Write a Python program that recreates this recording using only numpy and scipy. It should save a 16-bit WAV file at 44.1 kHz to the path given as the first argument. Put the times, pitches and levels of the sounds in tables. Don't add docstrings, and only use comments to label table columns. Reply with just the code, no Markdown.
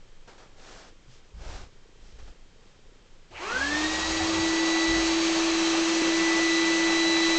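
import sys
import numpy as np
from scipy import signal
from scipy.fft import rfft, irfft
from scipy.io import wavfile
from scipy.ndimage import uniform_filter1d

SR = 44100
rng = np.random.default_rng(int(sys.argv[2]) if len(sys.argv) > 2 else 0)


def persist_wave(psi):
    counts = np.round(np.clip(psi, -1, 1) * 32767).astype(np.int16)
    wavfile.write(sys.argv[1], SR, np.atleast_2d(counts).T)


N = 325458
T = np.arange(N) / SR
FREQS = np.fft.rfftfreq(N, 1 / SR)

# frequency in Hz, relative level in dB.
FLOOR_SPECTRUM = [(8, -24), (15, -1), (31, -15), (69, -26.5), (123, -27), (240, -32), (360, -38),
                  (500, -34), (640, -39.5), (840, -39), (3300, -42.5), (7300, -47.5), (8200, -56),
                  (8800, -76.5)]
# frequency in Hz, relative level in dB.
CARPET_SPECTRUM = [(120, -14), (200, -7.5), (360, -5), (560, -5), (770, -4), (1000, -8), (1570, -8),
                   (2000, -13), (5500, -15), (7500, -19.5), (8800, -39)]
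# start in seconds, level in dB, 60 dB decay time in seconds.
FOOT_BRUSHES = [(0.274, -47, 0.45), (.378, -51.5, 0.55), (.42, -67, 0.36), (2.185, -47.5, 0.13),
                (2.275, -54, 0.11)]
# start and end in seconds, level in dB, treble against that level
# in dB, exponent of the swell (higher starts more gently), low draught rumble in dB.
FOOT_SLIDES = [(0.56, 0.923, -49.5, 1.3, 0.68, -58), (1.06, 1.224, -70, 15.5, 1.4, -71),
               (1.329, 1.723, -44.5, -0.5, 1.8, -36), (1.996, 2.18, -67, 9.5, 0.47, -44.5),
               (2.152, 2.363, -62, 4, 1.1, -43.5), (2.498, 2.85, -67, 1, 1, -70)]
# start in seconds, relative level in dB, 60 dB decay time in seconds,
# lowest pitch of the boards in Hz.
FOOTFALLS = [(1.07, -48.5, 0.24, 123.4), (1.337, -37, 0.38, 53.7), (1.48, -47, 0.49, 38.2),
             (1.611, -46, 0.23, 75), (2.125, -47.5, 0.56, 52), (4.069, -37.5, .5, 38),
             (4.45, -41, 0.33, 41), (4.879, -29, 0.25, 53.7), (4.903, -34, 0.81, 46.4), (5.5, -46, .3, 58)]
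# multiple of the lowest pitch, relative level in dB.
BOARD_MODES = [(1, 3), (1.45, -8.5), (2.1, -13), (3.2, -13)]
# frequency in Hz, relative level in dB.
AIR_SPECTRUM = [(110, -16.5), (150, -20), (260, -13.5), (340, -1.5), (480, -10.5), (700, -4), (1400, -8),
                (2200, -7), (4200, -9.0), (5200, -9.5), (6600, -9.5), (7600, -15), (8300, -22.5),
                (8800, -43)]
# centre in Hz, width in Hz, boost in dB.
HOUSING_RESONANCES = [(191.5, 60, 10.5), (396, 31, 3), (532, 65, 5.5), (615, 17, 7), (754, 13, 3),
                      (882, 19, 9), (995, 50, 1.5), (1130, 49, 5.5), (1209, 28, 6), (1300, 31, 3.5),
                      (1566, 6.8, 6), (1624, 65, 0), (1782, 44, 5), (2330, 16, 7), (2630, 300, 2.5),
                      (3210, 210, 3), (4160, 520, 4)]
# full-speed gain in dB with the balloon empty,
# the same with it round, power of the speed that the amplitude follows.
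RUSH_BANDS = [(-29.5, -28.5, 3.4), (-28.5, -29, 1.8), (-30, -27.5, 1.9), (-30, -29.5, 2.8)]
# Hz lost per Hz of shaft rate, full-speed level in dB with the balloon slack,
# the same with it taut.
THIN_WHISTLES = [(30, -42.8, -48), (36, -41, -53)]
# multiple of the shaft rate, level in dB at greatest strain.
GROWL_PARTIALS = [(2, -40.5), (3, -50), (4, -46), (5, -49), (8, -46)]
# shortfall at switch-on in Hz, time constant in seconds.
SPIN_UP_LAGS = [(279.5, .1786), (9.84, .948)]
# time in seconds, relative level in dB.
WHINE_LEVELS = [(3.33, -55), (3.45, -40), (3.57, -28), (3.82, -34), (4.15, -40), (4.95, -31), (5.13, -45),
                (5.88, -44.5), (6.28, -30), (7.38, -32)]
# time in seconds, level in dB.
OCTAVE_LEVELS = [(3.33, -53), (3.5, -45), (3.66, -54.9), (3.8, -40.5), (4.45, -42.5), (4.78, -35.5),
                 (5.45, -45.5), (5.67, -35.5), (5.87, -53.5), (6.05, -38), (6.3, -51.8), (6.5, -34),
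                 (6.8, -39.5), (7.08, -30), (7.38, -32)]
# multiple of the shaft rate, full-speed level in dB with the balloon
SHAFT_OVERTONES = [(4, -54, -53.5), (8, -66.5, -45.5), (18, -51, -44.5)]

SWITCH_ON_S, FULL_HZ = 3.305, 330.5
FLAPS_S, LIFTS_S, FILLS_S, TAUT_S = (3.48, 4.54), (4.03, 4.22), (4.6, 5.2), 5.4


def undb(db):
    return 10 ** (np.asarray(db) / 20)


def unit(x):
    return x / np.sqrt(np.mean(np.abs(x) ** 2))


def colour(points, bumps=()):
    hz, db = np.transpose(points)
    db = np.interp(np.log(FREQS + 1), np.log(hz), db)
    return undb(db + sum(boost * 2 ** -((2 * (FREQS - f) / width) ** 2) for f, width, boost in bumps))


def shape(x, gain):
    return irfft(rfft(x) * gain, N)


def noise(gain):
    return unit(shape(rng.standard_normal(N), gain))


def noise_band(hz, width_hz):
    return noise(np.exp(-((FREQS - hz) / width_hz) ** 2))


def treble(x, hz):
    return shape(x, 1 - 1 / (1 + (FREQS / hz) ** 4))


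def wander(rate):
    smooth = np.convolve(rng.standard_normal(N // 16), np.hanning(11), "same")
    return unit(np.interp(8 * rate * T, np.arange(len(smooth)), smooth))


def fall(start, t60, rise_s=.0023):
    age = np.maximum(T - start, 0)
    return (1 - np.exp(-age / rise_s)) * np.exp(-np.log(1000) * age / t60)


def curve(table):
    return np.interp(T, *np.transpose(table))


def switched_on(attack_s):
    return 1 - np.exp(-np.maximum(T - SWITCH_ON_S, 0) / attack_s)


def room(phase, wet_db=0, t60=.3):
    age, running = T[:SR // 3], T > SWITCH_ON_S
    walls = rng.standard_normal(len(age)) * np.exp(-np.log(1000) * age / t60) * (age > .003)
    direct = np.exp(1j * phase[running])
    echoes = signal.fftconvolve(direct, walls / np.sqrt(np.sum(walls ** 2)))[:len(direct)]
    heard = direct + undb(wet_db) * echoes
    local_rms = np.sqrt(uniform_filter1d(np.abs(heard) ** 2, size=6000) + 1e-9)
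    return np.pad(np.sqrt(2) * heard.real / local_rms, (N - len(direct), 0))


def webcam(floor_db=-50.5, buzz_db=-66, whistle_db=-78, frame_hz=30):
    frames = np.sin(np.pi * frame_hz * (T - .011)) ** 6
    buzz = unit(noise_band(hz=410, width_hz=150) * frames)
    whistle = np.sqrt(2) * np.sin(2 * np.pi * 3160 * T)
    return undb(floor_db) * noise(colour(FLOOR_SPECTRUM)) + undb(buzz_db) * buzz + undb(whistle_db) * whistle


def shuffling(grain_db=1, brush_treble_db=-3, draught_hz=24):
    rub = noise(colour(CARPET_SPECTRUM)) * undb(grain_db * wander(150))
    draught = noise(FREQS / (1 + (FREQS / draught_hz) ** 3))
    top = treble(rub, hz=2300)
    low = rub - top
    brushes = sum(undb(db) * fall(start, t60) for start, db, t60 in FOOT_BRUSHES)
    out = (low + top * undb(brush_treble_db)) * brushes
    for start, end, db, treble_db, gentleness, draught_db in FOOT_SLIDES:
        progress = np.clip((T - start) / (end - start), 0, 1)
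        stroke = np.abs(np.sin(np.pi * progress)) ** gentleness
        out += ((low + top * undb(treble_db)) * undb(db) + draught * undb(draught_db)) * stroke
    return out


def footfalls(gain_db=2, thump_db=-14, cushion_s=.012):
    thump = noise_band(hz=130, width_hz=70) * undb(thump_db)
    out = np.zeros(N)
    for start, db, t60, hz in FOOTFALLS:
        span = (T > start) & (T < start + 1)
        age = T[span] - start
        landing = 1 - np.exp(-age / cushion_s)
        decay = np.exp(-np.log(1000) * age / t60)
        boards = sum(undb(mode_db) * decay ** np.sqrt(ratio) * np.sin(2 * np.pi * hz * ratio * age)
                     for ratio, mode_db in BOARD_MODES)
        out[span] += undb(gain_db + db) * landing * (boards + thump[span] * decay)
    return out


def balloon(flap_hz=(66.1, 90), flap_db=(-46, -42.5), fade_s=.075, slap_s=4.203, slap_hz=750):
    phase = 2 * np.pi * np.cumsum(np.interp(T, LIFTS_S, flap_hz)) / SR
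    wildness = np.interp(T, LIFTS_S, (.3, .9))
    flap = unit(np.sin(phase + 1.3 * wildness * wander(30)) * (1 + .7 * wildness * wander(25)))
    puffs = undb(-2) * noise_band(hz=800, width_hz=500) * np.maximum(flap, 0)
    boom = undb(-7) * noise_band(hz=190, width_hz=25)
    flapping = np.clip(np.minimum(T - FLAPS_S[0], FLAPS_S[1] - T) / fade_s, 0, 1)
    strength = undb(np.interp(T, LIFTS_S, flap_db)) * flapping
    slap = undb(-23.5) * np.sin(2 * np.pi * slap_hz * (T - slap_s)) * fall(slap_s, t60=.11)
    return (flap + puffs + boom) * strength + slap


def shaft_rate():
    age = np.maximum(T - SWITCH_ON_S, 0)
    return FULL_HZ - sum(short_hz * np.exp(-age / lag_s) for short_hz, lag_s in SPIN_UP_LAGS)


def whistles(hz, speed_power=19):
    out = 0
    for slope, slack_db, taut_db in THIN_WHISTLES:
        pitch_hz = 16358 - slope * hz
        out += room(2 * np.pi * np.cumsum(pitch_hz) / SR) * undb(np.where(T > TAUT_S, taut_db, slack_db))
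    return out * (hz / FULL_HZ) ** speed_power


def run_up(hz, rasp_db=-41, case_db=-53, case_hz=350, kick_db=-54, kick_hz=3500, thud_db=-53):
    turn = 2 * np.pi * np.cumsum(hz) / SR
    speed = hz / FULL_HZ
    strain = np.interp(speed, (.44, .58, .7, 1), (0, 1, 1, 0))
    sparking = np.interp(speed, (.25, .38, .55, .72, .88), (0, 1, .5, .9, 0))
    growl = sum(room(k * turn, wet_db=-5) * undb(db) for k, db in GROWL_PARTIALS)
    rasp = undb(rasp_db) * noise_band(hz=2450, width_hz=750) * (.7 + .3 * np.cos(turn))
    jolt = undb(case_db) * np.sin(2 * np.pi * case_hz * T) * fall(SWITCH_ON_S, t60=.76)
    kick = undb(kick_db) * noise(colour(AIR_SPECTRUM) / np.hypot(1, FREQS / kick_hz))
    thud = undb(thud_db) * noise_band(hz=75, width_hz=45)
    rattle = (kick + thud) * fall(SWITCH_ON_S, t60=1.6, rise_s=.0053)
    return strain * growl + sparking * rasp + jolt + rattle


def air(hz, churn_db=.9, flicker_db=.64):
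    rush = noise(colour(AIR_SPECTRUM, HOUSING_RESONANCES))
    hiss = treble(rush, hz=3500)
    low = rush - treble(rush, hz=1600)
    body = treble(low, hz=380)
    churn = undb(churn_db * wander(13))
    flicker = undb(flicker_db * wander(29))
    bands = ((low - body) * churn, body * churn, rush - hiss - low, hiss * flicker)
    out = sum(band * (hz / FULL_HZ) ** power * undb(np.interp(T, FILLS_S, (empty_db, round_db)))
              for band, (empty_db, round_db, power) in zip(bands, RUSH_BANDS))
    return out * switched_on(attack_s=.008) ** 2


def motor(hz, jitter=.0005, hum_db=-25.5, null_hz=320.4, null_width_hz=7.4):
    speed = hz / FULL_HZ
    turn = 2 * np.pi * np.cumsum(hz * (1 + jitter * wander(25))) / SR
    dip_db = -9.5 * 2 ** -((2 * (hz - null_hz) / null_width_hz) ** 2)
    hum = np.sqrt(2) * np.sin(turn) * speed ** 9.4 * undb(hum_db + dip_db + .26 * wander(59))
    partials = [(6, undb(curve(WHINE_LEVELS) + .2)), (12, undb(curve(OCTAVE_LEVELS)))]
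    partials += [(k, speed ** 3 * undb(np.where(T > TAUT_S, taut_db, slack_db)))
                 for k, slack_db, taut_db in SHAFT_OVERTONES]
    whine = sum(room(k * turn) * gain for k, gain in partials)
    return (hum + whine) * switched_on(attack_s=.015)


def scene():
    hz = shaft_rate()
    blower = motor(hz) + run_up(hz) + whistles(hz) + air(hz)
    return (blower + balloon() + shuffling() + footfalls() + webcam())[None]


def record(dry):
    slip_s, slip_samples, top_hz = 6.0205, 44, 8900
    slipped = dry[:, np.arange(N) - slip_samples * (T > slip_s)]
    return signal.sosfilt(signal.ellip(10, .2, 80, top_hz, fs=SR, output="sos"), slipped)


dry = scene()
out = record(dry)
persist_wave(out)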